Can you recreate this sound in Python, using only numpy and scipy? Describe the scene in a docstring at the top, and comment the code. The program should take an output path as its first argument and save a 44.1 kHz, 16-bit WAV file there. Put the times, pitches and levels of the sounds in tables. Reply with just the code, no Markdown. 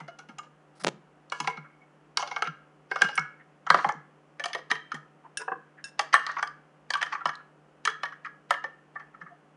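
"""An appliance hums in a small kitchen as a hand can opener starts round a tin can. In each twist of the
key the wheel sticks and slips through the lid: lid, wall and steel jaws ring, and the can thumps on its
cloth. Just before 1 s a shirt brushes the microphone. The twists then come about every 0.75 s, and after
3 s the lid loosens. Past 5 s the hand takes a new grip: loose steel pings and the handle knocks.
The cutting starts again at 6 s and fades out around 9 s."""
import sys
import numpy as np
from scipy import signal
from scipy.fft import rfft, irfft, next_fast_len
from scipy.io import wavfile
from scipy.ndimage import uniform_filter1d

SR = 44100
rng = np.random.default_rng(int(sys.argv[2]) if len(sys.argv) > 2 else 0)


def wav_record(signal):
    """Record a signal, one row per channel, as 16-bit PCM in the file named by sys.argv[1]."""
    frames = np.transpose(np.atleast_2d(signal))
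    bounded = np.clip(frames, -1, 1)
    # unit amplitude maps onto the largest positive 16-bit level
    quanta = np.round(bounded * 32767).astype(np.int16)
    wavfile.write(sys.argv[1], SR, quanta)


N = 421596
RING_TIME = np.arange(SR // 5) / SR   # the seconds over which one hit rings out
ATTACK = int(.012 * SR)   # the opening samples of a hit, which set its level
LID_LOOSENS_S = (3.2, 3.48)   # between these times the lid goes from stiff to half free
TOP_HZ = 10800   # the treble ends here; only two brief hisses go higher

# The lid's modes, the notes it rings at. A wider mode dies sooner.
# Each row: pitch in Hz, width in Hz, level in dB with the lid stiff, level in dB with it half free.
LID_MODES = [(1146.6, 41, -7, 0), (1265, 100, 3.5, 2.5), (1398, 17, -1, -11.5), (1584, 64, -2, -7.5),
             (1678, 7, -12, -11), (1810.8, 60, -17.5, 0), (1940, 72, -11.5, -5.5), (2177, 34, 1, -13)]
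# The modes of the dragging blade. Each row: pitch in Hz, width in Hz, level in dB.
BLADE_MODES = [(2900, 600, 2), (4507, 540, 0), (5900, 792, -4.5), (8500, 1500, -26)]


def from_db(db):
    """Turn decibels into a number to multiply by."""
    return 10 ** (np.asarray(db) / 20)


def rms_one(x):
    """Scale a sound so that its average level (rms) is 1."""
    return x / np.sqrt(np.mean(x ** 2) + 1e-20)


def at_hz(points, hz):
    """Read between the rows of a table, with every octave equally wide."""
    row_hz, value = np.transpose(points)
    return np.interp(np.log(hz + 0.00069), np.log(row_hz), value)


def add(track, s, sound):
    """Mix a sound into the track, starting at s seconds."""
    start = max(round(s * SR), 0)
    part = sound[:max(N - start, 0)]
    track[start:start + len(part)] += part


def butter(x, hz, kind, order=2):
    """Keep the lows, the highs or a band; a higher order cuts more steeply."""
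    return signal.sosfilt(signal.butter(order, hz, kind, fs=SR, output="sos"), x)


def noise(spectrum):
    """Steady noise at level 1, shaped by rows of frequency in Hz and level in dB."""
    size = next_fast_len(N)
    colour = from_db(at_hz(spectrum, np.arange(size // 2 + 1) * SR / size))
    return rms_one(irfft(rfft(rng.standard_normal(size)) * colour, size)[:N])


def contact(seconds, grit, spread_db, rise=0.079, snap_s=0.0072):
    """The force of one slip or hit: a shower of tiny slips. The shorter it is, the more it snaps."""
    seconds = max(seconds, 1e-4)
    grains, sizes = rng.standard_normal((2, len(RING_TIME)))
    envelope = np.exp(-RING_TIME / seconds) * (1 - np.exp(-RING_TIME / (rise * seconds)))
    force = grains * from_db(spread_db * sizes) * envelope
    force *= grit / np.sqrt(np.sum(force ** 2))
    force[0] += np.exp(-seconds / snap_s)
    return force + 1e-18


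def friction(seconds, spread_db=5, catches_per_s=260, catch_db=4):
    """The force of a drag: uneven grains that bunch up where the surface catches."""
    t = np.arange(int(seconds * SR)) / SR
    grains, sizes, catches = rng.standard_normal((3, len(RING_TIME)))
    bunching = np.interp(t * catches_per_s, np.arange(len(catches)), catches)
    strength = from_db(spread_db * sizes[:len(t)] + catch_db * bunching)
    force = rms_one(grains[:len(t)] * strength * signal.windows.tukey(len(t)))
    return np.pad(force, (0, ATTACK)) + 1e-18


def body(force, modes, scatter_db=0, detune=0, damping=1):
    """A force rings an object's modes. Scatter and detune vary their levels and pitches at each touch."""
    out = 0
    for hz, width, db in modes:
        strength, shift = rng.standard_normal(2)
        decay = np.exp(-np.pi * width * damping / SR)
        angle = 2 * np.pi * hz * (1 + detune * shift) / SR
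        ring = signal.lfilter([1, 0, -1], [1, -2 * decay * np.cos(angle), decay * decay], force)
        out = out + rng.choice([-1, 1]) * from_db(db + scatter_db * strength) * rms_one(ring)
    return out / np.sqrt(np.mean(out[:ATTACK] ** 2) + 1e-20)


def modes_at(table, s):
    """The modes at s seconds: as the lid loosens, some modes ring more and others less."""
    hz, width, stiff_db, free_db = np.transpose(table)
    freed = np.interp(s, LID_LOOSENS_S, [0, 1])
    return list(zip(hz, width, stiff_db + freed * (free_db - stiff_db)))


def air(level_db=-56):
    """The air of the room: a faint, low, steady rush."""
    # The tone of the air. Each row: frequency in Hz, relative level in dB.
    spectrum = [(30, -9), (60, 10), (110, -13.5), (160, -9), (280, -11), (450, -10), (700, -14),
                (1400, -16.5), (2100, -25.5), (3000, -28), (3800, -39), (6000, -39.5), (10000, -45.5),
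                (16000, -54.5)]
    return from_db(level_db) * noise(spectrum)


def hum(waver_hz=.7):
    """An appliance motor hums a few slightly wavering tones."""
    # The motor's tones. Each row: pitch in Hz, level in dB.
    tones = [(150.4, -65.5), (299.5, -70), (528, -75), (753, -74.5)]
    out = 0
    for hz, db in tones:
        waver = waver_hz * noise([(1, -2.0), (4, -4.5), (12, -29.5), (50, -100)])
        out = out + from_db(db) * np.sqrt(2) * np.sin(2 * np.pi * np.cumsum(hz + waver) / SR)
    return out


def kitchen(x, first_s=0.0027, build_s=0.0013):
    """Echoes off the near walls thicken into a short tail that dies away band by band."""
    # How long the room rings. Each row: frequency in Hz, seconds to fade by 60 dB (0.15 at least is used).
    fade_times = [(150, 0.55), (500, 0.14), (1000, 0.36), (1750, 0.48), (3000, 0.3), (4500, 0.36),
                  (10000, 0.14)]
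    # How strong its echo is. Each row: frequency in Hz, level in dB.
    echo_levels = [(150, 0), (500, -5), (1000, -13.5), (1750, -11), (4000, -15.5), (10000, -11)]
    t, echo = np.arange(SR * 3 // 4) / SR, 0
    build_up = 1 - np.exp(-np.maximum(t - first_s, 0) / build_s)
    edges_hz = np.geomspace(90, 14000, 11)
    for low, high in zip(edges_hz, edges_hz[1:]):
        hz = np.sqrt(low * high)
        fade_s = max(at_hz(fade_times, hz), .15)
        shape = build_up * np.exp(-np.log(1000) * t / fade_s)
        band = butter(rng.standard_normal(len(t)), [low, high], "band")
        echo = echo + from_db(at_hz(echo_levels, hz)) * band * shape / np.sqrt(np.sum(shape ** 2))
    return signal.fftconvolve(x, echo)[:N]


def swell(peak_s, peak_db, rise_db_per_s, fall_db_per_s):
    """The loudness of a stroke that grows to a peak and fades."""
    t = np.arange(N) / SR
    below_db = np.maximum(rise_db_per_s * (peak_s - t), fall_db_per_s * (t - peak_s))
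    return from_db(peak_db - np.minimum(below_db, 200))


def shirt(relax_hz=850, pull_s=0.0015, pull_share=0.077):
    """A shirt rubs over the microphone and snags: a short pull, then a snap the other way."""
    # The cloth rubs. Each row: start in seconds, length in seconds, level in dB.
    rubs = [(0.748, 0.05, -62.5), (0.793, 0.0397, -46.5), (0.835, 0.01, -35)]
    # The cloth snags and lets go. Each row: time in seconds, strength in dB.
    snags = [(0.847, -3.5), (0.8676, -9), (0.8708, -4.5), (0.873, -8), (0.879, -19), (0.882, -10),
             (0.8823, -11), (0.887, -12.5), (0.8892, -17)]
    # The tone of its swish and of its rumble. Each row: frequency in Hz, relative level in dB.
    swish_spectrum = [(200, -10.5), (1400, 4.5), (3000, -12.5), (5000, -3), (7000, -14), (10000, -9),
                      (13000, -30)]
    rumble_spectrum = [(40, 4), (150, 9.5), (300, -13), (600, -3.5), (2000, -41.5)]
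    pressure, snaps = np.zeros((2, N))
    for s, seconds, db in rubs:
        add(pressure, s, from_db(db) * np.abs(friction(seconds, spread_db=-6, catch_db=1)))
    pull = -pull_share * np.linspace(0, 1, int(pull_s * SR))
    snap = np.concatenate([pull, np.exp(-2 * np.pi * relax_hz * RING_TIME)])
    for s, db in snags:
        add(snaps, s - pull_s, from_db(db) * snap)
    swish = uniform_filter1d(pressure, size=24) * noise(swish_spectrum)
    stroke = swell(peak_s=.855, peak_db=-28, rise_db_per_s=720, fall_db_per_s=560)
    rumble = stroke * noise(rumble_spectrum)
    return butter(swish + rumble + butter(snaps, 7200, "low", order=3), 100, "high")


def thumps(rub_s=0.014, average_s=.07):
    """The can rocks on its cloth, which cushions each bump into a dull, scuffing thud."""
    # The can rocks. Each row: start in seconds, level in dB averaged over average_s.
    rocks = [(0.002, -48.5), (0.288, -52.5), (1.4, -46), (1.472, -51.5), (1.574, -48.5), (2.468, -44),
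             (3.015, -43.5), (3.182, -44.5), (3.699, -43), (3.748, -46.5), (3.852, -44), (3.944, -51),
             (4.71, -47.5), (4.934, -47.5), (7.251, -51), (9.215, -54.5)]
    # The modes of the cushioned can. Each row: pitch in Hz, width in Hz, level in dB.
    cushioned_modes = [(151.7, 24, 7), (183.1, 41, -8.5), (222, 33, -9), (303, 550, -15.5)]
    out = np.zeros(N)
    for s, db in rocks:
        force = contact(rub_s, grit=2.1, spread_db=4)
        thud = butter(body(force, cushioned_modes, scatter_db=5.5), [130, 400], "band")
        add(out, s, from_db(db) * thud / np.sqrt(np.sum(thud ** 2) / (average_s * SR)))
    return out


def grip(creak_s=0.057):
    """Skin squeaks over the handle, and the handle knocks as the hand takes a new grip."""
    # The hand's squeaks. Each row: start in seconds, pitch in Hz, width in Hz, level in dB.
    creaks = [(1.8, 2230, 70, -55.5), (3.38, 1850, 350, -51.5), (5.229, 892, 140, -48.5),
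              (5.379, 464, 43, -45.5), (5.386, 1500, 260, -39.5), (5.399, 990, 5.3, -41.5),
              (5.764, 1765, 200, -49.5), (7.375, 1350, 200, -49), (9.295, 696, 15.6, -55)]
    # The handle's hollow knocks. Each row: start in seconds, level in dB.
    knocks = [(5.479, -27.5), (5.517, -27)]
    # The handle's modes. Each row: pitch in Hz, width in Hz, level in dB.
    handle_modes = [(476, 32, -4), (769, 47, -0.5), (986, 92, -1.5), (1197, 110, -3), (1637, 90, 0),
                    (2620, 130, -9)]
    out = np.zeros(N)
    stroke = np.hanning(int(creak_s * SR))
    for s, hz, width_hz, db in creaks:
        rub = rms_one(body(rng.standard_normal(len(stroke)), [(hz, width_hz, 0)]))
        add(out, s, from_db(db) * stroke * rub)
    for s, db in knocks:
        add(out, s, from_db(db) * body(contact(0.0076, grit=1.6, spread_db=3), handle_modes))
    return butter(out, 2000, "low", order=4)


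def pings(long_ring_db=-21, jingle_s=0.06, jingle_db=-17):
    """Loose steel is flicked: a thin ring, a rough clink and a short jingle."""
    # The flicks. Each row: start in seconds, ring level in dB, clink level in dB.
    flicks = [(3.154, -59, -43), (5.372, -31.5, -34.5), (5.841, -37, -55)]
    # The modes of the loose steel. Each row: pitch in Hz, width in Hz, level in dB.
    ring_modes = [(1643, 40, 1), (2680, 24, -3), (3660, 45, -11.5), (5340, 85, -0.5), (6750, 110, -9),
                  (8400, 61, -11.5), (9000, 64, -13), (9070, 50, -8)]
    clink_modes = [(2903, 200, -6.5), (5960, 460, -3.0), (9240, 410, 1.0)]
    out = np.zeros(N)
    for s, ring_db, clink_db in flicks:
        force = contact(0.0053, grit=1, spread_db=20)
        ring = body(force, ring_modes) + from_db(long_ring_db) * body(force, ring_modes, damping=.3)
        add(out, s, from_db(ring_db) * ring)
        add(out, s, from_db(clink_db) * body(contact(0.0051, grit=2.22, spread_db=0.5), clink_modes))
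        rattle = friction(jingle_s, spread_db=8.5)
        jingle = body(rattle, ring_modes, scatter_db=2, detune=0.017, damping=3.4)
        add(out, s, from_db(ring_db + jingle_db) * rms_one(jingle))
    return out


def gears(tick_width_hz=260, catches_per_s=1400, spread_db=4):
    """The gear teeth tick now and then; in a hard twist their tiny catches blur into a grind."""
    # Light ticks of the teeth. Each row: start in seconds, level in dB, pitch in Hz.
    ticks = [(0.1898, -55, 5700), (0.385, -46.5, 7000), (1.299, -51, 4300), (3.193, -43, 5300),
             (3.774, -51, 5100), (3.921, -52.5, 5900), (6.2652, -38.5, 4400), (6.315, -55, 5700),
             (7.271, -48, 5160), (8.259, -71, 5530)]
    # Hard twists of the key. Each row: start in seconds, length in seconds, level in dB.
    twists = [(1.31, 0.23, -58), (2.182, 0.26, -60.5), (2.879, 0.35, -55), (3.708, 0.19, -54.5),
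              (6.153, 0.32, -61.5), (6.92, 0.3, -66)]
    out = np.zeros(N)
    for s, db, hz in ticks:
        force = contact(0.0025, grit=2.1, spread_db=9)
        add(out, s, from_db(db) * body(force, [(hz, tick_width_hz, 0), (hz, 3000, -2)]))
    for s, seconds, db in twists:
        count = int(seconds * SR)
        chance, sizes = rng.random(SR)[:count], rng.standard_normal(SR)[:count]
        catches = (chance < catches_per_s / SR) * from_db(spread_db * sizes)
        force = np.pad(catches * signal.windows.tukey(count), (0, ATTACK)) + 1e-18
        add(out, s, from_db(db) * rms_one(body(force, BLADE_MODES, detune=.05)))
    return butter(out, [2000, 8000], "band")


def scrapes():
    """The blade drags along the rim between slips; held by the wheel, the lid rings only briefly."""
    # The drags. Each row: start in seconds, length in seconds, relative lid and steel levels in dB.
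    drags = [(2.183, 0.059, -49, -38.5), (2.449, 0.028, -42, -54), (3.665, 0.0094, -38, -45.5),
             (3.735, 0.09, -38, -48), (4.699, 0.011, -36.5, -42.5), (6.126, 0.013, -29, -29.5),
             (6.266, 0.074, -38.5, -50.5), (6.381, 0.0189, -32, -47), (7.01, 0.011, -34.5, -46),
             (7.115, 0.036, -33.5, -46)]
    lid, steel = np.zeros((2, N))
    for s, seconds, lid_db, steel_db in drags:
        force = friction(seconds)
        lid_ring = body(force, modes_at(LID_MODES, s), scatter_db=4, damping=4.4)
        blade_ring = body(force, BLADE_MODES, scatter_db=6.5, detune=.04)
        add(lid, s, from_db(lid_db - 1.5) * rms_one(lid_ring))
        add(steel, s, from_db(steel_db - 6.5) * rms_one(blade_ring))
    return butter(lid, [650, 2700], "band") + butter(steel, [1800, 6800], "band", order=3)


def hollow(level_db=-6, width_hz=32, knock_width_hz=130):
    """A slip jolts the whole can, which answers with a short hollow note."""
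    # The jolts. Each row: start in seconds, relative level in dB, pitch in Hz.
    jolts = [(0.081, -34.5, 676), (1.474, -35.5, 442), (2.224, -35.5, 595), (2.422, -34.5, 446),
             (2.913, -37.5, 466), (3.7, -32, 557), (4.549, -34, 516), (4.714, -37, 440), (5.991, -27, 632),
             (6.138, -45, 568), (7.874, -37.5, 437), (8.506, -29.5, 563), (8.642, -38.5, 528)]
    out = np.zeros(N)
    for s, db, hz in jolts:
        force = contact(0.00094, grit=0.22, spread_db=4.5)
        add(out, s, from_db(db + level_db) * body(force, [(hz, width_hz, 0), (hz, knock_width_hz, -2)]))
    return butter(out, [250, 750], "band")


def high_hiss(hiss_s=0.0022):
    """A brief, very high hiss on two loud cracks."""
    # The hisses. Each row: start in seconds, level in dB.
    hisses = [(3.702, -60), (8.5079, -52)]
    out = np.zeros(N)
    for s, db in hisses:
        add(out, s, from_db(db) * body(contact(hiss_s, grit=3, spread_db=5), [(13100, 4000, 0)]))
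    return butter(out, TOP_HZ, "high", order=4)


def cracks(width_hz=420):
    """The tin gives way with a sharp crack: a hard, high knock of the blade."""
    # The cracks. Each row: start in seconds, level in dB, pitch in Hz.
    tears = [(2.172, -24, 4520), (3.0192, -40, 5460), (3.702, -24.5, 4184), (4.458, -39.5, 4432),
             (5.993, -30.5, 5030), (6.141, -34, 8430), (6.4745, -49, 4660), (6.9047, -33, 4440),
             (7.354, -49.5, 4070), (8.5079, -37, 4540)]
    out = np.zeros(N)
    for s, db, hz in tears:
        force = contact(0.0018, grit=1.9, spread_db=0.5)
        add(out, s, from_db(db) * body(force, [(hz, width_hz, 0), (8700, 2500, -20)]))
    return butter(out, [2500, 9000], "band")


def singing(fade_s=.41, split_hz=22, swell_s=.004, count=5):
    """The lid springs free and sings on; its ragged edge splits each mode into close tones that beat."""
    # The two singing modes: the lid's, except in the first row, where the steel jaws ring on. 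Each row: start
    # in seconds, then pitch in Hz and level in dB # for the low mode, then the same for the high mode.
    notes = [(0.079, 1413, -53, 2924, -58), (1.3209, 1670, -44, 2930, -55),
             (1.4742, 1600, -42.5, 2186, -38), (2.312, 1580, -53, 2226, -47),
             (2.422, 1593, -42.5, 2810, -52), (3.0187, 1552, -31.5, 2860, -40),
             (3.1775, 1498, -38.5, 2220, -46.5), (4.7145, 1910, -45.5, 3120, -46),
             (6.1393, 1815, -32, 2850, -44), (7.874, 1786, -41, 3337, -45.5),
             (8.5066, 1766, -37.5, 2860, -48.5)]
    out, t = np.zeros(N), np.arange(SR * 3 // 5) / SR
    envelope = (1 - np.exp(-t / swell_s)) * np.exp(-np.log(1000) * t / fade_s)
    for s, low_hz, low_db, high_hz, high_db in notes:
        for hz, db in (low_hz, low_db), (high_hz, high_db):
            tones_hz = hz + split_hz * rng.standard_normal((count, 1))
            tones = np.sin(2 * np.pi * (tones_hz * t + rng.random((count, 1)))).sum(axis=0)
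            add(out, s, from_db(db) * rms_one(envelope * tones) * np.sqrt(np.mean(envelope ** 2)))
    return out


def crumble(ticks_per_s=350, dying_s=0.0068, level_db=-11):
    """The torn edge goes on crumbling in tiny ticks after a slip."""
    chance, sizes = rng.random(len(RING_TIME)), rng.standard_normal(len(RING_TIME))
    ticks = (chance < ticks_per_s / SR) * sizes * np.exp(-RING_TIME / dying_s)
    ticks[0] = 1
    return from_db(level_db) * body(ticks + 1e-18, [(2670, 490, 0.022), (5040, 240, 0.00021)])


def wall_ring(force, s, knock_width_hz=190):
    """The can's wall rings with one leading note and a knock that the contents deaden."""
    # The wall's modes. Each row: pitch in Hz, width in Hz, levels in dB with the lid stiff and half free.
    wall_modes = [(461, 8.7, -7.5, -15.5), (517, 23, -18.5, -19), (735, 50, -5, -7.5),
                  (798.3, 38, 3.5, 1.5), (900, 71, -13, -4.5), (982, 34, -2.5, -4)]
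    # The leading note shifts as the can turns. Each row: time in seconds, pitch in Hz.
    lead_pitches = [(.4, 906), (1.45, 996), (2.19, 1046), (2.23, 805), (3.05, 778), (3.2, 1020),
                    (3.82, 993), (3.95, 743), (4.55, 686), (4.7, 985), (6, 814), (7, 1001), (9, 889)]
    hz = np.interp(s, *np.transpose(lead_pitches))
    lead, knock = (hz, 30, 3.5), (hz, knock_width_hz, 5)
    return body(force, modes_at(wall_modes, s) + [lead, knock], scatter_db=2, detune=0.0035)


def lid_ring(force, s, hz, louder_db, sing_db=-18):
    """The lid rings and its leading note lingers. Loud slips knock more; gentle ones ring purer."""
    lead, knock = (hz, 48, 8), (hz, 80, 6 + 0.33 * louder_db)
    ring = body(force, modes_at(LID_MODES, s) + [lead, knock], scatter_db=2, detune=0.0035)
    return ring + from_db(sing_db) * body(force, [(hz, 11, 0)])


def jaw_ring(jolt, s, bites, sing_db=-15.5):
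    """The steel jaws ring, a little differently as the grip shifts. In a bite they ring high and short."""
    hz, width_hz = (4750, 670) if bites else (np.interp(s, LID_LOOSENS_S, (2856, 3055)), 75)
    # The jaws' modes. Each row: pitch in Hz, width in Hz, levels in dB with the lid stiff and half free.
    jaw_modes = [(2274, 44, 1.5, 7), (2660, 360, 8.5, 0.5), (2863, 220, 10.5, 4), (3353, 59, 2, 1.5),
                 (3850, 340, 1, -4.5), (4200, 260, 3, 1), (5190, 230, 1.5, -0.5), (5950, 250, 3, 0.5),
                 (6380, 86, -9, -8.5), (6570, 270, -16.5, -16), (8710, 420, -19.5, -13.5),
                 (9870, 120, -14.5, -12.5), (4560, 610, -7.5, -7)]
    lead, knock = (hz, width_hz, 7), (hz, 240, 2.5)
    ring = body(jolt, modes_at(jaw_modes, s) + [lead, knock], scatter_db=2, detune=0.016)
    sing_hz = np.interp(s, LID_LOOSENS_S, (2860, 3210))
    return ring + from_db(sing_db) * body(jolt, [(sing_hz, 16, 0)], detune=.012), hz


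def slips(pause_s=.7, bite_db=-7, stutter_chance=.9, stutter_s=(.012, 0.047), stutter_db=-17):
    """List the wheel's slips. A hard one after a pause is a bite; most have a weaker one just after."""
    # The wheel slips. Each row: start in seconds, lid level in dB, wall and steel levels in dB
    # compared with the lid, lid pitch in Hz.
    wheel_slips = [(.002, -44.5, 0, -9, 2080), (0.0796, -44, -19, -11, 1407), (0.1874, -49, -2, -2, 1450),
                   (0.287, -51, -3, -5.5, 1237), (0.3831, -40.5, -3.5, -6, 1204),
                   (1.3205, -30, -6, -7, 1680), (1.402, -32, -0.5, -2, 1670), (1.4441, -36, -3, -12, 1066),
                   (1.4738, -25, -0.5, -7, 2134), (1.5711, -40, -7, -13, 2240),
                   (1.643, -51.5, -25, -27, 2190), (2.172, -28, -6, -2, 1237),
                   (2.1931, -32, -0.5, -22, 1057), (2.2254, -31, -3, -8, 1097), (2.274, -44.5, 4, 1, 1400),
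                   (2.312, -36, 1, -7.5, 2140), (2.362, -28.5, -4.5, -10.5, 1220),
                   (2.4222, -21.5, -7.5, -10, 1307), (2.4723, -31.5, -22, -9.5, 1362),
                   (2.914, -24.5, -7.5, -17, 1592), (2.9586, -28.5, -5, -12, 1514),
                   (3.0113, -34, -3, -8, 1550), (3.0186, -13, -12, -10.5, 1598),
                   (3.087, -34.5, -4.5, -8.5, 1622), (3.177, -19, -11.5, -15.5, 1325),
                   (3.6689, -31, -7, -24, 1320), (3.702, -11.5, -7.5, -16.5, 1624),
                   (3.7442, -14.5, -1.5, -19, 1140), (3.8443, -24, 3.5, -17, 1025),
                   (3.889, -26, 0.5, -14.5, 1740), (4.3965, -32.5, -7.5, -10, 1746),
                   (4.4389, -33, -6.5, 2.5, 1800), (4.4567, -32, -2.5, -6, 1810),
                   (4.5316, -37.5, -33, 2, 1770), (4.5483, -29, -4, -9.5, 1870),
                   (4.7053, -31.5, -15, -7, 1740), (4.714, -19, -14, -9.5, 1820),
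                   (4.9174, -28.5, -32, -14.5, 1265), (4.9432, -37.5, -7, -7, 1805),
                   (5.9933, -24, -2.5, -2.5, 1701), (6.13, -32, 1, -9, 1900),
                   (6.1404, -10, -21.5, -15, 1792), (6.1504, -22, -12.5, -9.5, 1813),
                   (6.2649, -31, -13, -12, 1865), (6.292, -30.5, -14, -29, 1860),
                   (6.367, -27.5, -7, -24, 1140), (6.4271, -23.5, -12, -12, 1179),
                   (6.904, -27, -7, -9.5, 1680), (6.937, -28, -9.5, -1.5, 1585),
                   (6.9521, -25, -16, -14.5, 1147), (7.016, -27, -9.5, -12, 1715),
                   (7.0274, -22.5, -9.5, -9, 1835), (7.125, -28.5, -33, -18, 1092),
                   (7.1488, -29.5, -14, -21, 1135), (7.2065, -38, -13, -23, 1370),
                   (7.256, -22.5, -3.5, -10.5, 1362), (7.2904, -30.5, -14, -12, 1195),
                   (7.852, -26, -11, -1.5, 1727), (7.874, -20, -19.5, -11.5, 1762),
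                   (8.033, -28.5, -7, -8, 1710), (8.053, -35, -21.5, -11, 1850),
                   (8.122, -41, -36, -17, 1672), (8.247, -34.5, -22, -19, 1134),
                   (8.258, -37, -17.5, -17, 1645), (8.5071, -19, -7.5, -11.5, 1788),
                   (8.5388, -31.5, -26, -11.5, 1730), (8.64, -31, -6, -15.5, 1793),
                   (8.9555, -35.5, -10.5, -31.5, 1751), (8.996, -46, -19, -17, 1780),
                   (9.1395, -48, -24.5, -27, 1350), (9.2114, -39.5, -27, -22, 1696),
                   (9.26, -46, -34, -32, 1790)]
    previous_s = 0
    dice = rng.random((len(wheel_slips), 2))
    for (s, db, wall_db, steel_db, hz), (chance, delay) in zip(wheel_slips, dice):
        bites = s - previous_s > pause_s and steel_db > bite_db
        yield s, db, wall_db, steel_db, hz, bites
        if chance < stutter_chance:
            yield s + np.interp(delay, [0, 1], stutter_s), db + stutter_db, wall_db, steel_db, hz, False
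        previous_s = s


def cutting(creep_s=0.021, creep_db=-26, typical_s=0.0047, typical_db=-30, typical_steel_db=-12):
    """The wheel creeps under growing strain, then slips and rings the wall, lid and jaws."""
    wall, lid, steel, creep = np.zeros((4, N))
    strain = np.linspace(0, 1, int(creep_s * SR)) ** 2
    for s, db, wall_db, steel_db, lid_hz, bites in slips():
        # loud, hard slips are over at once; weak, soft ones grind on
        louder_db, harder_db = db - typical_db, steel_db - typical_steel_db
        grind_s = typical_s * .5 ** (louder_db / 14.5 + harder_db / 31)
        jolt = contact(grind_s, grit=1, spread_db=2)   # the jaws feel the slip at once
        crunch = contact(0.69 * grind_s, grit=2.2, spread_db=2.5, rise=0.55)   # the tin gives way
        add(wall, s, from_db(db + wall_db) * wall_ring(crunch, s))
        add(lid, s, from_db(db) * lid_ring(crunch, s, lid_hz, louder_db))
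        jaws, jaw_hz = jaw_ring(jolt, s, bites)
        treble_hz = np.interp(steel_db, [-24, -6], [3000, 13000])   # soft slips sound dull
        add(steel, s, from_db(db + steel_db) * butter(jaws + crumble(), treble_hz, "low", order=1))
        rasp = body(rng.standard_normal(len(strain)), [(lid_hz, 600, 0), (jaw_hz, 2500, steel_db - 2.5)])
        add(creep, s - creep_s, from_db(db + creep_db) * strain * rasp)
    tin = butter(wall, [300, 1700], "band", order=3) + butter(lid, [650, 2350], "band", order=4)
    return tin + butter(steel, 2100, "high") + butter(creep, [700, 6000], "band")


def soften_top(x):
    """Round off the peaks and cut the treble above 10.8 kHz."""
    rounded = .95 * np.tanh(x / .95)
    return signal.sosfilt(signal.ellip(10, .3, 80, TOP_HZ, fs=SR, output="sos"), rounded)


def scene(shirt_echo_db=-11):
    """Mix opener and shirt with their echo, then the thumps, hum and air, into one channel."""
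    knock, hiss = cracks(), high_hiss()
    opener = cutting() + singing() + gears() + scrapes() + hollow() + knock + pings() + grip()
    cloth = shirt()
    echo = kitchen(opener + from_db(shirt_echo_db) * cloth)
    sound = opener + cloth + echo + thumps() + hum() + air()
    return (soften_top(sound) + hiss)[None]


def record(dry, low_hz=146, high_hz=16300):
    """Steep filters take away the deep rumble and the very top."""
    no_rumble = signal.sosfilt(signal.ellip(5, .3, 27, low_hz, "high", fs=SR, output="sos"), dry)
    return signal.sosfilt(signal.ellip(8, .3, 60, high_hz, fs=SR, output="sos"), no_rumble)


dry = scene()
out = record(dry)
wav_record(out)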